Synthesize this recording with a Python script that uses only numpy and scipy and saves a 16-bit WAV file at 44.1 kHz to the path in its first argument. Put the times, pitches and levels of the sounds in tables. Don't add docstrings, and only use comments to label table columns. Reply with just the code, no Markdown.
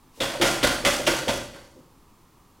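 import sys
import numpy as np
from scipy import signal
from scipy.fft import rfft, irfft, next_fast_len
from scipy.io import wavfile
from scipy.ndimage import map_coordinates

SR = 44100
rng = np.random.default_rng(int(sys.argv[2]) if len(sys.argv) > 2 else 0)


def volts_from_decibels(level):
    exponent = np.asarray(level, float) / 20
    return 10 ** exponent


def master_out(mix):
    frames = np.transpose(np.atleast_2d(mix))
    ceiling = np.clip(frames, -1, 1)
    pcm = np.round(ceiling * 32767).astype(np.int16)
    wavfile.write(sys.argv[1], SR, pcm)


N = 114660


def unit(x):
    return x / np.sqrt(np.mean(x ** 2) + 1e-20)


def early(x):
    return x / np.sqrt(np.mean(x[:SR // 20] ** 2))


def along(points, hz):
    f, v = np.transpose(points)
    return np.interp(np.log(hz + 1), np.log(f + 1), v)


def filtered(x, response):
    m = next_fast_len(x.shape[-1] + SR // 2)
    hz = np.fft.rfftfreq(m, 1 / SR)
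    return irfft(rfft(x, m) * response(hz), m)[..., :x.shape[-1]]


def causal(gain):
    cepstrum = irfft(np.log(gain + 1e-6))
    half = len(cepstrum) // 2
    cepstrum[1:half] *= 2
    cepstrum[half + 1:] = 0
    return np.exp(rfft(cepstrum))


def add(out, x, s):
    part = out[max(round(s * SR), 0):][:len(x)]
    part += x[:len(part)]


def modes(table, f):
    total = 0
    for k, (center, width, db) in enumerate(table):
        level = volts_from_decibels(db + 2 * rng.normal())
        resonance = 1j * f * width / (center * center - f * f + 1j * f * width)
        total = total + (-1) ** k * level * resonance
    return total


def contacts():
    contacts_per_s, size_db, clumps_per_s, clump_db = 3500, 2.5, 110, 2.5
    size = volts_from_decibels(size_db * np.clip(rng.standard_normal(SR), -2, 2))
    clumps = map_coordinates(rng.standard_normal(300), [np.arange(SR) * clumps_per_s / SR])
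    size *= volts_from_decibels(clump_db * clumps)
    return (rng.random(SR) < contacts_per_s / SR) * size * rng.choice([-1, 1], SR)


# frequency [Hz], t60 [s]
ROOM_DECAY = [(60, 1), (300, 0.62), (1500, 0.57), (5000, 0.65), (14000, 0.59)]


def room(x):
    tail_db, delay_s = -2.5, .004
    hz, t, z = signal.stft(rng.standard_normal(len(x)), SR, nperseg=256)
    decay = volts_from_decibels(-60 * t / along(ROOM_DECAY, hz)[:, None])
    tail = signal.istft(z * decay, SR, nperseg=256)[1]
    delayed = np.pad(x, (round(delay_s * SR), 0))
    wet = signal.fftconvolve(delayed, tail / np.linalg.norm(tail))
    return x + volts_from_decibels(tail_db) * wet[:len(x)]


def steady_noise(spectrum, db):
    noise = filtered(rng.standard_normal(N), lambda f: volts_from_decibels(along(spectrum, f)))
    return volts_from_decibels(db) * unit(noise)


# frequency [Hz], density [dB per Hz]
AIR_SPECTRUM = [(20, -1), (120, -7), (270, -7.5), (400, -12), (630, -20.5), (950, -12.5), (1150, -12.5),
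                (1500, -24), (16000, -32.5)]


def air():
    return steady_noise(AIR_SPECTRUM, -56.5)


# frequency [Hz], density [dB per Hz]
HISS_SPECTRUM = [(4500, -40), (5500, 0.1), (11000, -1.5), (12500, -30)]


def port_hiss():
    return steady_noise(HISS_SPECTRUM, -81.5)


# time_s [s], level_db [dB]
SLEEVE_LEVEL = [
    (.10, -80.5),
    (0.162, -56),
    (0.198, -53.5),
    (.205, -68.5),
]


def sleeve():
    s, db = np.transpose(SLEEVE_LEVEL)
    noise = filtered(rng.standard_normal(N), lambda f: volts_from_decibels(-12 * np.log2((f + 1) / 4000) ** 2 / 4))
    return unit(noise) * volts_from_decibels(np.interp(np.arange(N) / SR, s, db, -120, -120))


# frequency [Hz], level [dB]
MESH_SPECTRUM = [(2000, -26), (5500, 5.5), (10000, -3.5), (15000, -15.5)]
# start_s [s], level_db [dB], time to fullest peak_s [s]
MESH_SWINGS = [
    (0.202, -43.5, 0.04),
    (.413, -35.5, 0.055),
    (.63, -36.5, .04),
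    (0.848, -32.5, 0.054),
    (1.066, -36, 0.049),
    (1.28, -39, 0.048),
    (1.53, -62, 0.076),
]


def mesh():
    out, t = np.zeros(N), np.arange(SR) / SR
    for s, db, peak_s in MESH_SWINGS:
        links = unit(filtered(contacts(), lambda f: volts_from_decibels(along(MESH_SPECTRUM, f))))
        swing = t / peak_s * np.exp(1 - t / peak_s)
        add(out, volts_from_decibels(db) * links * swing, s)
    return out


# center [Hz], width [Hz], level [dB]
FRAME_MODES = [(1400, 42, -2.5), (1541, 31, 4.5), (1990, 52, -9), (2557, 33, 1.5), (3340, 160, -15.5),
               (3800, 150, -19), (4520, 230, -8.5), (5160, 73, -18)]
# frequency [Hz], density [dB per Hz]
CONTACT_SPECTRUM = [(88, -41.5), (150, -18.5), (334, -9), (448, -22.5), (555, -7), (821, -13),
                    (3350, -17.5), (9820, -25), (16000, -38)]


def metal(force, tilt_db):
    def body(f):
        tilt = tilt_db * np.log2((f + 200) / 2000)
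        broad = causal(volts_from_decibels(along(CONTACT_SPECTRUM, f) + tilt))
        return broad * (1 + volts_from_decibels(5) * modes(FRAME_MODES, f))
    return filtered(force, body)


# center [Hz], width [Hz], level [dB]
CATCH_MODES = [(3350, 500, 8.5), (2100, 400, 2.5), (5200, 900, -10.5)]
# start_s [s], level_db [dB], chatter t60_s [s],
# brightness tilt_db [dB per octave], catch burst_db [dB]
DOOR_SLAPS = [
    (.2030, -28.5, 0.77, -0.74, -29),
    (.4130, -21, 0.67, -0.85, -27),
    (0.6291, -20.5, 0.43, -0.3, -27.5),
    (.8490, -21, 0.48, -0.16, -25.5),
    (1.0656, -21.5, 0.68, -0.5, -26.5),
    (1.2800, -25, 0.29, -1.43, -31.5),
    (1.535, -47.5, 0.45, -1.5, -59.5),
]


def chatter():
    rise_s, burst_s = .014, 0.025
    out, t = np.zeros(N), np.arange(SR) / SR
    for s, db, t60, tilt_db, burst_db in DOOR_SLAPS:
        force = contacts() * volts_from_decibels(-60 * t / max(t60, .02)) * np.minimum(1, 0.45 + t / rise_s)
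        add(out, volts_from_decibels(db) * early(room(metal(force, tilt_db))), s)
        catch_force = contacts() * np.exp(-(t / burst_s) ** 2)
        burst = filtered(catch_force, lambda f: modes(CATCH_MODES, f))
        add(out, volts_from_decibels(burst_db) * early(room(burst)), s)
    return out


# start_s [s], level_db [dB], ringing mode pitch_hz [Hz]
HARD_CONTACTS = [(.213, -40, 3300), (.421, -33, 2900), (.425, -36, 1440), (.638, -36, 5400),
                 (.646, -28, 2030), (.651, -34, 1500), (.672, -35, 550), (.863, -32, 2030),
                 (.902, -34, 2030), (1.288, -35, 3300), (1.22, -48, 3300), (1.077, -36, 3300),
                 (1.095, -38, 2030), (.448, -38, 1700)]


def clacks():
    width_hz, ring_db = 110, 14
    out, impulse = np.zeros(N), signal.unit_impulse(SR)
    for s, db, hz in HARD_CONTACTS:
        blow = filtered(impulse, lambda f: -0.5 + modes([(hz, width_hz, ring_db)], f))
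        add(out, volts_from_decibels(db) * early(room(metal(blow, tilt_db=-3.5))), s)
    return out


# center [Hz], width [Hz], level [dB]
PANE_MODES = [(36.6, 7.6, -3.5), (64.4, 9.4, -9), (123.4, 25, -2), (200, 40, -9), (249.7, 29, -2.5),
              (348, 70, -3), (533, 65, -0.5), (587.4, 53, -2.5), (734, 33, -19.5), (923, 42.4, -9)]
# start_s [s], level_db [dB], length_s [s], favoured pitch_hz [Hz]
PANE_PUSHES = [(0.173, -53.5, 0.021, 497), (0.195, -31, 0.053, 557), (0.348, -34.5, 0.0047, 603),
               (0.397, -28.5, .008, 605), (0.417, -26, 0.028, 450), (0.625, -25, 0.045, 470),
               (0.836, -33, 0.0088, 557), (0.849, -23, 0.035, 463), (0.99, -32, 0.023, 408),
               (1.064, -26.5, 0.058, 500), (1.208, -37.5, 0.018, 534), (1.271, -26.5, 0.027, 510),
               (1.335, -36.5, 0.01, 540), (1.398, -46.5, 0.013, 560), (1.533, -51, 0.082, 379.8),
               (1.744, -50.5, 0.074, 208)]


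def thuds():
    bass, breadth = 0.87, 0.91
    out, t = np.zeros(N), np.arange(SR) / SR
    for s, db, length, hz in PANE_PUSHES:
        envelope = np.exp(-(t / length) ** 2) * np.minimum(1, 0.56 + t / (0.75 * length))
        force = rng.standard_normal(SR) * envelope

        def pane(f):
            low = bass / (1 + 1j * f / 150)
            favoured = 1j * f * hz / (hz * hz - f * f + 1j * f * hz * breadth)
            softness = 1 + 1j * f / (2 * hz)
            return modes(PANE_MODES, f) * (low + favoured) / softness
        add(out, volts_from_decibels(db) * early(room(filtered(force, pane))), s)
    return out


# frequency [Hz], level [dB]
PORT_DIFFERENCE = [(100, -32.5), (1000, -23.5), (2200, -21), (3300, -32.5), (4500, -37), (6300, -30),
                   (8000, -42)]


def scene():
    mid = chatter() + mesh() + clacks() + thuds() + sleeve() + air()
    t = np.arange(SR // 10) / SR
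    scatter = rng.standard_normal(SR // 10) * np.exp(-t / .01)
    scattered = signal.fftconvolve(mid, scatter / np.linalg.norm(scatter))[:N]
    side = filtered(scattered, lambda f: volts_from_decibels(along(PORT_DIFFERENCE, f))) + port_hiss()
    return np.array([mid + side, mid - side])


def roll_off(x):
    return signal.sosfilt(signal.butter(12, 16850, fs=SR, output="sos"), x)


# frequency [Hz], left minus right [dB]
CHANNEL_LEAN = [(50, 0.4), (130, 2.1), (290, 2), (640, -1.5), (1300, -3.5), (2600, -.5), (4500, 0)]


def record(dry):
    def lean(f):
        return volts_from_decibels(np.outer([.5, -.5], along(CHANNEL_LEAN, f))) * (f < 15950)
    mix = filtered(dry, lean)
    return roll_off(mix)


dry = scene()
out = record(dry)
master_out(out)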